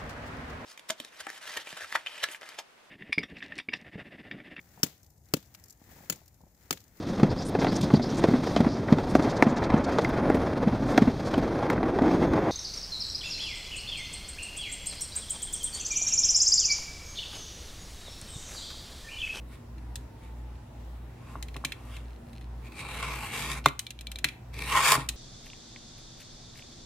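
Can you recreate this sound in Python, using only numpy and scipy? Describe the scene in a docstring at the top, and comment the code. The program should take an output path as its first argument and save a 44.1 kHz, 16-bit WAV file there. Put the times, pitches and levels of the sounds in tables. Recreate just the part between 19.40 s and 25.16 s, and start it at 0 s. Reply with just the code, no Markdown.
"""Two motors hum and beat slowly in a small workshop, with a faint whine, while hands rub over wet leather.
Close by, a utility knife clicks, creaks and is drawn twice along a ruler through the hide. Stick-slip
friction and snapping fibres drive the resonances of knife and plastic cutting board in a dense rasp.
The blade knocks on the board as it runs off the edge; between the cuts its slider clicks notch by notch."""
import sys
import numpy as np
from scipy import signal
from scipy.io import wavfile
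from scipy.ndimage import uniform_filter1d

SR = 44100
rng = np.random.default_rng(int(sys.argv[2]) if len(sys.argv) > 2 else 0)


def output_pcm(signal):
    """Save a mono or channel-first signal as 16-bit PCM at the path in sys.argv[1].

    Samples are clipped to [-1, 1] before scaling.
    """
    pcm = np.clip(np.atleast_2d(signal).T, -1, 1) * 32767
    wavfile.write(sys.argv[1], SR, np.round(pcm).astype(np.int16))


N = 254016
TIME = np.arange(N) / SR


def from_db(db):
    """Decibels to amplitude ratio."""
    return 10 ** (np.asarray(db) / 20)


def rms_one(x):
    """Normalisation to unit power."""
    return x / np.sqrt(np.mean(x ** 2) + 1e-20)


def band(x, low_hz, high_hz, order=2):
    """Butterworth band-pass."""
    sos = signal.butter(order, [low_hz, min(high_hz, SR * .45)], "band", fs=SR, output="sos")
    return signal.sosfilt(sos, x)


def at_hz(points, hz):
    """Interpolation on a log-frequency axis."""
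    frequencies, values = np.transpose(points)
    return np.interp(np.log(hz), np.log(frequencies), values)


def drift(rate):
    """Random modulation: a line through rate unit Gaussian values a second."""
    return np.interp(TIME * rate, np.arange(8192), rng.standard_normal(8192))


def add(track, s, sound):
    """Superposition: a sound joins the track at s seconds."""
    start = round(s * SR)
    track[..., start:start + sound.shape[-1]] += sound[..., :N - start]


def resonate(x, peaks):
    """Forced vibration of parallel damped resonators with alternating signs."""
    out = 0
    for k, (hz, width, db) in enumerate(peaks):
        r = np.exp(-np.pi * width / SR)
        zeros = [(1 - r * r) / 2, 0, (r * r - 1) / 2]
        poles = [1, -2 * r * np.cos(2 * np.pi * hz / SR), r * r]
        out = out + (-1) ** k * from_db(db) * signal.lfilter(zeros, poles, x + 1e-18)
    return out


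def two_sides(mid, side, apart_hz=3800, side_db=-1):
    """Coherence falls with wavelength: left and right share the lows and differ in the treble."""
    return mid + from_db(side_db) * band(side, apart_hz, 14000, order=1) * np.array([[1], [-1]])


def air(level_db=-49, flicker_db=1.83):
    """Diffuse ventilation noise in flickering half-octave bands, coherent in the bass."""
    # noise spectrum: (frequency [Hz], relative density [dB])
    spectrum = [(25, -25), (45, -5), (80, 0), (125, 0), (180, -13), (250, -5), (350, -14), (520, -16),
                (760, -15), (1200, -23), (2500, -30), (5000, -37), (10000, -41), (16000, -42)]
    # likeness of left and right: (frequency [Hz], coherence [0-1])
    coherence = [(60, 1.0), (180, 0.99), (550, 0.27), (1650, 0.31), (4970, 0.04), (15000, 0.017)]
    out, white = 0, rng.standard_normal((2, 2, N))
    edges = 22 * 2 ** (np.arange(20) / 2)
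    for k, (low, high) in enumerate(zip(edges, edges[1:])):
        mid, side = band(white[k % 2], low, high)
        hz = np.sqrt(low * high)
        alike = at_hz(coherence, hz)
        stereo = np.sqrt(1 + alike) * mid + np.sqrt(1 - alike) * side * [[1], [-1]]
        out = out + from_db(at_hz(spectrum, hz) + flicker_db * drift(9.3)) * stereo
    return from_db(level_db) * rms_one(out)


def motors(in_phase_s=0.48, fan_hz=236.2, fan_db=-59):
    """Beating: two motors of nearly equal speed throb about twice a second; a fan adds a wavering tone."""
    # hum of motors and mains: (frequency [Hz], rms level [dB])
    tones = [(57.35, -46), (59.235, -46), (118.47, -57), (119.99, -57)]
    hum = sum(from_db(db) * np.sqrt(2) * np.cos(2 * np.pi * hz * (TIME - in_phase_s)) for hz, db in tones)
    fan = rms_one(resonate(rng.standard_normal(N), [(fan_hz, 5, 0)]))
    return hum + from_db(fan_db) * fan


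def whine(start_hz=1115, end_hz=765, settle_s=0.85, waver_hz=18, base_db=-71.5, swell_db=8):
    """Frequency modulation: a thin, unsteady tone sinks towards a final pitch and swells once."""
    hz = end_hz + (start_hz - end_hz) * np.exp(-TIME / settle_s) + waver_hz * drift(70)
    db = base_db + swell_db * np.exp(-((TIME - 0.97) / 0.42) ** 2)
    return from_db(db) * np.sqrt(2) * np.sin(2 * np.pi * np.cumsum(hz) / SR)


def fibres(per_s, size_db, friction):
    """Shot noise: fibres snap at random with uneven sizes, over smooth sliding friction."""
    sizes = from_db(size_db * np.minimum(rng.exponential(1, (2, N)), 4))
    signs = rng.choice([-1, 1], (2, N))
    snaps = rms_one(sizes * signs * (rng.random(N) < per_s / SR))
    sliding = friction * rng.standard_normal((2, N))
    return rms_one(two_sides(*(snaps + sliding)))


def travelling(force, peaks, wander_db=2.5, rate=11):
    """Modal coupling varies with position: a moving contact feeds each resonance now more, now less."""
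    return sum((-1) ** k * resonate(force, [peak]) * from_db(wander_db * drift(rate))
               for k, peak in enumerate(peaks))


def hand_reflection(x, echo=0.16, lag_s=0.00025, swing_s=0.00004):
    """Comb filtering: a reflection off the moving hand sweeps shallow notches through the hiss."""
    delay_s = lag_s + swing_s * drift(6)
    return x + echo * np.array([np.interp(TIME - delay_s, TIME, side) for side in x])


def scrape(gains, force, board_db, knife_db, hiss_db):
    """Source and filter: one rough force shakes the board and the knife and hisses at the edge."""
    # resonances under a sliding contact: (frequency [Hz], bandwidth [Hz], relative level [dB])
    board_modes = [(441, 30, -5), (522, 9.3, -2.5), (674, 32, -5), (832, 54, -1), (1056, 127, 2),
                   (1417, 390, -6.5)]
    knife_modes = [(1705, 95, -2.5), (1849, 57, 7), (2184, 214, 4), (2415, 177, 3.5), (2700, 200, 1.5),
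                   (3310, 420, -3), (3860, 250, -1.5), (4383, 57, -4.5)]
    hiss_modes = [(4790, 1100, 0), (6264, 170, 5.5), (6950, 1130, -2), (8880, 290, 1), (9450, 230, 1),
                  (11940, 2100, -2), (14000, 1300, -6.5), (14900, 540, -6)]
    board = band(travelling(force, board_modes, wander_db=3), 270, 2620)
    knife = band(travelling(force, knife_modes), 1680, 10000)
    hiss = hand_reflection(band(travelling(force, hiss_modes), 4200, 14000))
    parts = zip((board_db, knife_db, hiss_db), gains, (board, knife, hiss))
    return sum(from_db(db) * gain * rms_one(part) for db, gain, part in parts)


def rubbing(fade_db=16):
    """Sliding friction: skin and ruler brush the damp hide, fade_db down at one rise or fall time."""
    # rubs: (peak time [s], level [dB], rise [s], fall [s], board's share [dB])
    rubs = [(0.14, -56.5, 0.072, 0.062, 1), (0.845, -60.5, 0.089, 0.072, -10),
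            (0.995, -68, 0.054, 0.046, -19), (1.92, -60.5, 0.24, 0.15, 7.5), (2.561, -55, 0.26, 0.1, 3.5)]
    gains = np.zeros((3, N))
    for s, db, rise_s, fall_s, share_db in rubs:
        away = np.maximum((s - TIME) / rise_s, (TIME - s) / fall_s)
        gains += from_db(db - fade_db * away) * from_db([[share_db], [0], [-2.5]])   # board, knife, hiss
    force = fibres(per_s=3400, size_db=8, friction=1.6)
    return scrape(gains, force, board_db=-2, knife_db=0.4, hiss_db=-0.9)


def creaks(unevenness=0.43):
    """Stick-slip motion: the tip presses into the leather, and each slip ticks in the knife."""
    # runs of slips: (start [s], end [s], slip rate [1/s], typical peak [dB])
    runs = [(2.657, 2.768, 60, -46.5), (2.869, 2.9, 91, -51), (2.954, 2.982, 104, -43.5),
            (3.02, 3.046, 90, -48), (4.242, 4.272, 320, -32.5)]
    slips = np.zeros(N)
    for start, end, per_s, peak_db in runs:
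        gaps = np.exp(unevenness * rng.standard_normal(64)) / per_s
        times = start + np.cumsum(gaps) - gaps[0]
        for s, chance in zip(times[times < end], rng.standard_normal(len(gaps))):
            add(slips, s, from_db([peak_db + 2 * chance]))
    impulse = np.r_[1., np.zeros(SR // 50)]
    tick = resonate(impulse, [(2570, 650, -5.5), (4190, 180, -1.5), (5300, 1000, -15)])
    return signal.fftconvolve(slips, tick / np.abs(tick).max())[:N]


def click(peak_db, ping_hz, parts_db, chatter_s=0.0041, rattle_s=0.035, rattle_db=-25, snap_s=0.0007,
          ping_db=-9, ping_width_hz=45, steel_hz=4150, steel_db=-6):
    """Impact excitation: a snap and brief chatter ring shell, blade and edge, weighted by parts_db."""
    # modes of handle shell, blade and edge: (frequency [Hz], bandwidth [Hz], relative level [dB])
    shell_modes = [(1985, 405, -1), (2375, 124, 4), (2660, 155, 1)]
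    blade_modes = [(3065, 520, -2.5), (3620, 540, 0.5), (4094, 230, 2.5)]
    edge_modes = [(4850, 1300, -3.5), (6230, 270, 1.5), (6640, 290, 1), (7460, 670, 1), (8630, 1570, -1.5),
                  (11220, 180, 0.5), (11340, 1440, -6), (15100, 2100, -12)]
    t = TIME[:SR // 8]
    decay = np.exp(-t / chatter_s) + from_db(rattle_db) * np.exp(-t / rattle_s)
    chatter = rng.standard_normal((2, len(t))) * decay
    chatter[:, round(snap_s * SR)] += 2.95   # the snap
    force = two_sides(*chatter * np.minimum(t / snap_s, 1))
    shell, blade, edge = [from_db(db) * rms_one(resonate(force, modes))
                          for db, modes in zip(parts_db, (shell_modes, blade_modes, edge_modes))]
    notes = np.sin(2 * np.pi * ping_hz * t) + from_db(steel_db) * np.sin(2 * np.pi * steel_hz * t)
    ping = rms_one(notes * np.exp(-np.pi * ping_width_hz * t))
    # the ping takes its strength from shell and blade, so bright snaps stay dry
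    sound = shell + blade + edge + from_db(ping_db) * np.std(shell + blade) * ping
    return from_db(peak_db) * sound / np.abs(sound.mean(axis=0)).max()


def loose_blade():
    """Backlash: the blade clicks in its handle; a sharper contact rings the edge more, the shell less."""
    # contacts: (time [s], peak [dB], ping frequency [Hz], brightness [dB])
    contacts = [(0.3803, -46, 2360, -3), (0.5559, -25, 3460, 7), (1.153, -52.5, 2370, -7),
                (2.0255, -25.5, 2040, 3.5), (2.0834, -37.5, 4200, -3), (2.142, -39, 4200, -5),
                (2.164, -31, 2670, -1.5), (2.2481, -17.5, 2366, 0.5), (2.3201, -23.5, 2130, -5),
                (2.5658, -36.5, 2110, -3), (2.9304, -45.5, 3940, -1), (3.0106, -47, 2000, -1),
                (4.2584, -10.5, 2190, -2), (4.2738, -22.5, 2070, -2), (4.284, -17.5, 3900, -1.5),
                (4.3919, -13.5, 3000, 5.5), (4.8427, -7.5, 2000, -2.5), (4.886, -25, 2530, -5),
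                (5.6881, -16, 3130, 5)]
    out = np.zeros((2, N))
    for s, peak_db, ping_hz, bright_db in contacts:
        add(out, s, click(peak_db, ping_hz, parts_db=(-12 - bright_db, -11.5, -12.5 + bright_db)))
    return out


def slider():
    """A detent clicks twice: the spring rides up a tooth, ringing the blade, then drops in brightly."""
    # notches: (time [s], peak of the ride [dB], delay of the drop [s], peak of the drop [dB])
    notches = [(4.4662, -22.5, 0.0388, -23.5), (4.5892, -33, 0.0197, -27.5), (4.6688, -24.5, 0.047, -27),
               (4.7574, -23.5, 0.0286, -27.5)]
    out = np.zeros((2, N))
    for s, ride_db, drop_s, drop_db in notches:
        add(out, s, click(ride_db, ping_hz=2335, parts_db=(-22, -6, -17), chatter_s=0.003,
                          rattle_db=-29, ping_width_hz=26, steel_db=-12))
        add(out, s + drop_s, click(drop_db, ping_hz=2750, parts_db=(-16, -12, -11), chatter_s=0.004,
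                                   rattle_db=-30, ping_db=-13, steel_db=-16))
    return out


def struck(modes, contact_s):
    """Free vibration: damped sines swell over the contact time; peak 1."""
    t = TIME[:SR // 2]
    ring = sum(from_db(db - 60 * t / t60) * np.sin(2 * np.pi * hz * t) for hz, db, t60 in modes)
    ring *= 1 - np.exp(-t / contact_s)
    return ring / np.abs(ring).max()


def softened(knock, cutoff_hz):
    """A compliant contact acts as a low-pass filter; peak 1."""
    dull = signal.sosfilt(signal.butter(2, cutoff_hz, fs=SR, output="sos"), knock)
    return dull / np.abs(dull).max()


def knocks(blade_thud_db=-20.5):
    """Damped modes: the blade knocks on the board, then the weight of the hand thuds in the bench."""
    # blows: (time [s], knock level [dB], contact cutoff [Hz], hand's lag [s], hand's thud [dB])
    blows = [(1.955, -26.5, 1000, 0.008, -42), (2.159, -33.5, 574, 0.0071, -34),
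             (2.240, -28.5, 1170, 0.0082, -32.5), (4.26, 0, 5030, 0.0068, -21.5),
             (4.845, -37, 1500, 0.00402, -29.5), (5.553, -13.5, 2120, 0.024, -24)]
    # modes of the board and the bench under it: (frequency [Hz], relative level [dB], T60 [s])
    board_modes = [(406, -25.5, 0.074), (575, -30.5, 0.084), (702, -18, 0.033), (897, -3, 0.0095),
                   (1114, 7.5, 0.009), (1330, -3.5, 0.011), (2100, -22.5, 0.075), (3630, -22.5, 0.055)]
    bench_modes = [(137.5, 2.5, 0.11), (267, -10, 0.2), (299, 1, 0.07)]
    knock = struck(board_modes, contact_s=0.0017)
    thud = struck(bench_modes, contact_s=0.0022)
    hand = thud + softened(knock, cutoff_hz=650)
    out = np.zeros(N)
    for s, knock_db, cutoff_hz, lag_s, thud_db in blows:
        add(out, s, from_db(knock_db) * (softened(knock, cutoff_hz) + from_db(blade_thud_db) * thud))
        add(out, s + lag_s, from_db(thud_db) * hand)
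    return out


def stroke_gains(hiss_start_db=-7, hiss_growth_db=3):
    """Amplitude envelopes of board, knife and hiss follow the effort; the hiss grows along each stroke."""
    # one list for each stroke: (time [s], effort [dB], share of the board under the tip [dB])
    strokes = [
        [(3.22, -72, 10), (3.274, -53, -9), (3.294, -67, 5), (3.406, -40.5, -8.5), (3.438, -48, 0),
         (3.65, -40, 4.5), (3.804, -44, -0.5), (3.842, -40, 1.5), (3.912, -44, -4), (3.938, -36, -0.5),
         (4.136, -38.5, -6), (4.168, -44.5, 5), (4.178, -39.5, -3), (4.225, -71, 4)],
        [(5.115, -86, 3), (5.137, -52.5, -11), (5.387, -26, 1.5), (5.395, -30, 0.5), (5.495, -22.5, -3),
         (5.551, -24, -2.5), (5.575, -40.5, -1), (5.609, -40, -0.5), (5.67, -62, 2)],
    ]
    gains = np.zeros((3, N))
    for rows in strokes:
        s, effort_db, board_db = np.transpose(rows)
        effort = from_db(np.interp(TIME, s, effort_db, left=-np.inf, right=-np.inf))
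        hiss_db = hiss_start_db + hiss_growth_db * np.interp(TIME, [s[0], s[-1]], [0, 1])
        gains += effort * from_db([np.interp(TIME, s, board_db), np.zeros(N), hiss_db])
    return gains


def cutting(judder_db=1.3, catch_s=0.0026, thrum_db=-43.5, sing_db=-46, grip_db=-49, hard_pull_db=-18.5):
    """Stick-slip friction: the blade rasps through the leather, the bench thrums and the knife sings."""
    # tough fibres that catch and give way: (time [s], extra force [dB])
    catches = [(3.322, 10), (3.392, 6.5), (3.628, 6), (4.117, 10), (5.141, 8), (5.191, 12), (5.221, 13.5),
               (5.488, 2), (5.521, 10), (5.553, 5)]
    # the knife's modes under a light touch: (frequency [Hz], bandwidth [Hz], relative level [dB])
    singing_modes = [(2320, 120, 8), (2606, 120, 7), (4000, 100, -5.5), (4520, 46, -2), (6260, 80, -7),
                     (8260, 410, -28), (11800, 760, -7.5)]
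    catch_db = sum(db * np.exp(-((TIME - s) / catch_s) ** 2) for s, db in catches)
    force = fibres(per_s=4000, size_db=3.5, friction=0.41) * from_db(judder_db * drift(220) + catch_db)
    board, effort, hiss = stroke_gains()
    grip = effort / (effort + from_db(grip_db))   # thrum and singing level off once the blade grips
    bench = resonate(rng.standard_normal(N), [(135.8, 9.3, 4.5), (312, 330, -14)])
    thrum = from_db(thrum_db) * rms_one(bench)
    singing = from_db(sing_db) * rms_one(resonate(force, singing_modes))
    opening = (effort / from_db(hard_pull_db)) ** 0.54   # a hard pull opens the top of the hiss
    tearing = from_db(-4) * hiss * opening * rms_one(band(force, 13600, 15000))
    rasp = scrape((board, effort, hiss), force, board_db=-1.12, knife_db=-0.95, hiss_db=1.5)
    return rasp + grip * (thrum + singing) + tearing


def near_field(x, lag_s=0.000012, left_db=0.03):
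    """Interaural cues: the work lies a little to the left, so the right side is later and softer."""
    right = np.interp(TIME - lag_s, TIME, x[1])
    return np.array([x[0] * from_db(left_db), right * from_db(-left_db)])


def workshop(x, wet_db=-14, low_t60=0.31, high_t60=0.3, high_db=-5, first_wall_s=0.0098):
    """Diffuse reverberation: a cluttered room gives a short exponential tail with weaker treble."""
    t = TIME[:SR // 2]
    reflections = rng.standard_normal((2, len(t))) * (1 - np.exp(-(t / first_wall_s) ** 2))
    low = reflections * from_db(-60 * t / low_t60)
    high = reflections * from_db(high_db - 60 * t / high_t60)
    tail = (band(low, 140, 4400) + band(high, 4500, 15000)) / np.sqrt(np.sum(low[0] ** 2))
    return from_db(wet_db) * signal.fftconvolve(x[None], tail, axes=1)[:, :N]


def gain_control(x, threshold_db=-13, release_db_per_s=7, attack_s=0.0077):
    """Compression: a loud blow turns the gain down, and it creeps back."""
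    power = uniform_filter1d(np.mean(x ** 2, axis=0), size=132)
    excess_db = np.maximum(10 * np.log10(np.maximum(power, 1e-12)) - threshold_db, 0)
    recovery = release_db_per_s * TIME
    cut_db = np.maximum.accumulate(excess_db + recovery) - recovery
    r = np.exp(-1 / (attack_s * SR))
    return x * from_db(-signal.lfilter([1 - r], [1, -r], cut_db))


def scene():
    """Superposition of the direct sound of the work, its reverberation and the background."""
    work = cutting() + rubbing() + creaks() + loose_blade() + slider() + knocks()
    return near_field(work) + workshop(work.mean(axis=0)) + air() + motors() + whine()


def record(dry, cutoff_hz=16000):
    """Compression, clipping at full scale and a steep low-pass filter."""
    low_pass = signal.ellip(10, .1, 80, cutoff_hz, fs=SR, output="sos")
    return signal.sosfilt(low_pass, np.clip(gain_control(dry), -1, 1))


dry = scene()
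out = record(dry)
output_pcm(out)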